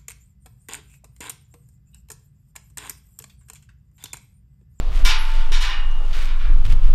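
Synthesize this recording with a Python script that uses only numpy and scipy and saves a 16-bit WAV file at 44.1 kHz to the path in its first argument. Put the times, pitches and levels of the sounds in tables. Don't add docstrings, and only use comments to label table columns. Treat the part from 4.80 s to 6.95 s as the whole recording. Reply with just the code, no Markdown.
import sys
import numpy as np
from scipy import signal
from scipy.fft import rfft, irfft
from scipy.io import wavfile
from scipy.ndimage import uniform_filter1d

SR = 44100
rng = np.random.default_rng(int(sys.argv[2]) if len(sys.argv) > 2 else 0)


def materialize(psi):
    bounded = np.clip(np.atleast_2d(psi).T, -1, 1)
    quanta = np.round(bounded * 32767).astype(np.int16)
    wavfile.write(sys.argv[1], SR, quanta)


def invert_db(x):
    u = np.asarray(x, float) / 20
    return 10 ** u


N = 94726


def rms_one(x):
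    return x / np.sqrt(np.mean(x ** 2) + 1e-20)


def at_hz(points, hz):
    table_hz, value = np.array(points).T
    return np.interp(np.log(hz), np.log(table_hz), value)


def colour(x, points):
    size = 8192
    hz = np.arange(size // 2 + 1) * SR / size + 1
    level_db = np.maximum(at_hz(points, hz), -90)
    cepstrum = irfft(np.log(invert_db(level_db)))
    cepstrum[1:size // 2] *= 2
    cepstrum[size // 2 + 1:] = 0
    h = irfft(np.exp(rfft(cepstrum)))
    return signal.fftconvolve(x, h / np.sqrt(np.sum(h ** 2)))[:len(x)]


def band(x, low_hz, high_hz, order=2):
    return signal.sosfilt(signal.butter(order, [low_hz, high_hz], "band", fs=SR, output="sos"), x)


def lowpass(x, hz):
    return signal.sosfilt(signal.butter(2, hz, fs=SR, output="sos"), x)


def ring(x, hz, t60):
    r = invert_db(-60 / (t60 * SR))
    w = 2 * np.pi * hz / SR
    return signal.lfilter([0, np.sin(w)], [1, -2 * r * np.cos(w), r * r], x + 1e-18)


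def shape(s, rise, length, t60):
    t = np.arange(N) / SR - s
    return np.clip(t / rise, 0, 1) * invert_db(-60 * np.maximum(t - length, 0) / t60)


def strokes(events):
    return sum(invert_db(db) * shape(s, rise, length, t60) for s, rise, length, db, t60 in events)


def grains(per_s, spread_db):
    happens = rng.random(N) < per_s / SR
    size = np.minimum(rng.exponential(1, N), 5)
    sign = rng.choice([-1, 1], N)
    return rms_one(happens * invert_db(spread_db * size) * sign)


def struck(events):
    out = np.zeros(N)
    for s, hz, db, t60 in events:
        click = np.zeros(N)
        click[int(s * SR)] = invert_db(db)
        blow = uniform_filter1d(click, int(SR / hz / 2) + 1)
        out += ring(blow, hz, t60)
    return out


def barn_air():
    # f/Hz, level/dB
    hush = [(100, -23.5), (233, -14.5), (600, -15.5), (1160, -9), (1960, -23), (2930, -17.5), (5000, -29),
            (15500, -44.5)]
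    return invert_db(-46.5) * colour(rng.standard_normal(N), hush)


def wind():
    # t/s, rumble/dB, throb/dB
    gust = [(0.0, -24.5, -21), (0.06, -28, -14), (0.15, -26, -16.5), (0.26, -24.5, -6), (0.33, -51, -12.5),
            (0.55, -41, -14), (0.58, -50, -8.5), (0.66, -36.5, -10), (0.76, -39, -7.5), (0.91, -41, -21),
            (1.02, -40, -11.5), (1.33, -31, -13.5), (1.58, -34.5, -12), (1.7, -26, -9.5), (1.94, -19, -8.5),
            (2.0, -29, -8), (2.08, -25, -5), (2.14, -21, -11.5)]
    # f/Hz, level/dB
    rumble_colour = [(15, -22.5), (25, 7.5), (43, -9.5), (76, -19.5), (331, -57.5), (420, -64.5),
                     (500, -52.5), (650, -100), (1100, -120)]
    throb_hz, wander_hz = 18, 1.937
    s, rumble_db, throb_db = np.transpose(gust)
    t = np.arange(N) / SR
    white = rng.standard_normal((2, N + SR))
    wander = rms_one(lowpass(white[0], 5)[SR:])
    throb = np.sin(2 * np.pi * np.cumsum(throb_hz + wander_hz * wander) / SR)
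    rumble = colour(white[1], rumble_colour)[SR:]
    draught = rms_one(band(white[0], 27, 48, order=4)[SR:])
    throb_level = invert_db(2.5 + np.interp(t, s, throb_db))
    rumble_level = invert_db(10 + np.interp(t, s, rumble_db))
    return invert_db(-32) * draught + throb_level * throb + rumble_level * rumble


def barn(x, count=12):
    t60_s, wall_cut_hz = 1, 2980
    w = 2 * np.pi * np.fft.rfftfreq(2 * N)
    dull = 1 / (1 + 1j * w * SR / (2 * np.pi * wall_cut_hz))
    h = 0
    for k, lag in enumerate(rng.uniform(.025, .07, count) * SR):
        loop = invert_db(-60 * lag / SR / t60_s) * dull * np.exp(-1j * w * int(lag))
        h = h + (-1) ** k * loop / (1 - loop)
    return irfft(rfft(x, 2 * N) * h)[:N] / np.sqrt(count)


def cloth():
    # t/s, rise/s, length/s, level/dB, dying t60/s
    brushes = [
        (.001, .01, 0.28, -46.5, 0.13),
        (.5, .03, .12, -51, .15),
        (1.186, 0.025, 0.065, -47.5, 0.16),
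        (1.627, 0.037, 0.074, -50.5, 0.081),
    ]
    friction = rms_one(band(rng.standard_normal(N), 244, 820))
    return friction * strokes(brushes)


def boots():
    # t/s, rise/s, length/s, level/dB, dying t60/s
    steps = [(0.095, 0.071, .12, -40.5, 0.11), (0.398, 0.023, 0.15, -43, 1), (1.192, 0.13, .14, -47, 0.084),
             (1.331, 0.016, 0.12, -39.5, 0.23), (1.843, .005, 0.019, -40, .1),
             (1.877, 0.046, 0.052, -37, 0.05), (2.023, 0.017, .04, -49.5, .15)]
    # t/s, level/dB
    snaps = [(0.543, -30), (.6664, -37), (1.27, -39), (1.352, -29), (1.59, -33), (1.915, -27), (1.924, -31),
             (2.0457, -30)]
    # f/Hz, level/dB
    straw = [(180, -56), (300, -2.5), (509, -8), (863, -6), (1050, -12), (1110, -1), (2740, 0.5),
             (15500, -24.5)]
    crackle = grains(per_s=5000, spread_db=4) * strokes(steps)
    for s, db in snaps:
        crackle[int(s * SR)] += invert_db(db)
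    return colour(crackle, straw)


def thuds():
    # t/s, f/Hz, level/dB, t60/s
    heavy_blows = [(0.263, 170, -32, 0.067), (.714, 412, -27.5, 0.034), (1.438, 300, -38, 0.043),
                   (1.70, 312, -32, 0.1), (1.8, 85, -16, .1), (1.886, 128, -18, 0.074),
                   (1.928, 203, -23.5, 0.035), (2.09, 600, -34, 0.057)]
    return struck(heavy_blows)


def links():
    # t/s, f/Hz, level/dB, t60/s
    tinkles = [(.388, 11063, -37, .35), (.898, 13000, -44, .03), (.41, 12800, -46, .03),
               (1.1129, 6100, -39, .012), (1.1131, 2700, -40, .015), (1.9142, 3000, -33, .01),
               (1.3286, 3100, -33, .02)]
    return struck(tinkles)


def contacts(table):
    touches = grains(per_s=2700, spread_db=2)
    out = np.zeros(N)
    for s, blow_db, rattle_db, length, hard_hz in table:
        force = invert_db(rattle_db - 14) * touches * shape(s, .004, length, t60=.22)
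        force[int(s * SR)] += invert_db(blow_db)
        out += lowpass(force, hard_hz)
    return out


def frame_response():
    # f/Hz, level/dB
    frame = [(600, -31), (1000, -10.5), (1430, -3.5), (2300, -5), (3600, -1), (5500, -5.5), (12000, -24),
             (15500, -34)]
    # f/Hz, t60/s
    frame_t60 = [(700, 0.47), (2000, 0.32), (5000, 0.15), (14000, 0.15)]
    t = np.arange(SR) / SR
    white = rng.standard_normal((2, SR))
    out = 0
    edges = 760 * 2 ** np.arange(0, 4.5, 1 / 3)
    for k, (low, high) in enumerate(zip(edges, edges[1:])):
        t60 = at_hz(frame_t60, np.sqrt(low * high))
        out = out + band(white[k % 2], low, high) * invert_db(-60 * t / t60)
    return colour(out, frame)


def gate(size=24):
    # t/s, sharp blow/dB, rattle/dB, rattle length/s, contact hardness f/Hz
    chain_slaps = [
        (.2498, -10, -22, 0.013, 15600),
        (.281, -42, -24.5, 0.024, 6470),
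        (.7193, -17, -30, 0.031, 9200),
        (.8051, -24, -30, 0.016, 12500),
        (.832, -56, -29, 0.017, 4420),
        (.885, -28, -31, 0.033, 3450),
    ]
    # t/s, sharp blow/dB, rattle/dB, rattle length/s, contact hardness f/Hz
    hand_knocks = [(.37, -44, -39, .24, 3200), (.004, -33, -50, 0.094, 4150),
                   (1.3284, -23.5, -42.5, 0.064, 4960), (1.465, -41, -36.5, 0.03, 3000),
                   (1.5923, -23.5, -38, 0.057, 2200), (2.03, -55, -47, 0.031, 3000)]
    # f/Hz, level/dB, t60/s
    tube = [(817, -15, 0.88), (891, -14, 2.2), (1031, -9, 1.0), (1210, -17.5, 0.81), (1821, -17, 1.4),
            (2845, -2, 1.6), (2877, -9, .8), (2944, -4, 1.3), (3360, -6, 0.42), (3472, -8.5, 0.37),
            (3824, -8, 0.74), (4400, -4, 0.17), (5440, -13, 0.84), (5570, -11, 0.46)]
    # f/Hz, spread/Hz, level/dB, t60/s
    rings = [(1031, 460, -12.5, 0.8), (2870, 1200, -6, .3), (5455, 600, -7, .33), (8900, 500, -9, .15),
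             (12700, 800, -9, .08)]
    tube_db, rings_db, frame_db = -28, -31.5, 5
    grip_s, grip_t60_s = 1.26, .23

    slaps, knocks = contacts(chain_slaps), contacts(hand_knocks)
    held = invert_db(-9.5) * knocks
    free = shape(0, 1e-9, grip_s, grip_t60_s)
    out = np.zeros(N)
    for hz, db, t60 in tube:
        out += invert_db(tube_db + db) * (free * ring(slaps, hz, t60) + ring(held, hz, t60 / 2))
    for hz, spread_hz, db, t60 in rings:
        for u, g, d in rng.random((size, 3)):
            level = invert_db(rings_db + db - 9.5 * u - 5.6 * g)
            out += level * ring(slaps + held, hz + spread_hz * u ** 1.3, t60 * (1.3 - u) * (.5 + d))
    for force in (slaps, knocks):
        out += invert_db(frame_db - 17.5) * signal.fftconvolve(force, frame_response())[:N]
    return out


def scene():
    near = gate() + links() + thuds() + boots() + cloth()
    return (near + invert_db(-6) * barn(near) + barn_air() + wind())[None]


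def low_pass(x):
    return signal.sosfilt(signal.butter(12, 16430, fs=SR, output="sos"), x)


def record(dry):
    return low_pass(np.clip(dry, -1, 1))


dry = scene()
out = record(dry)
materialize(out)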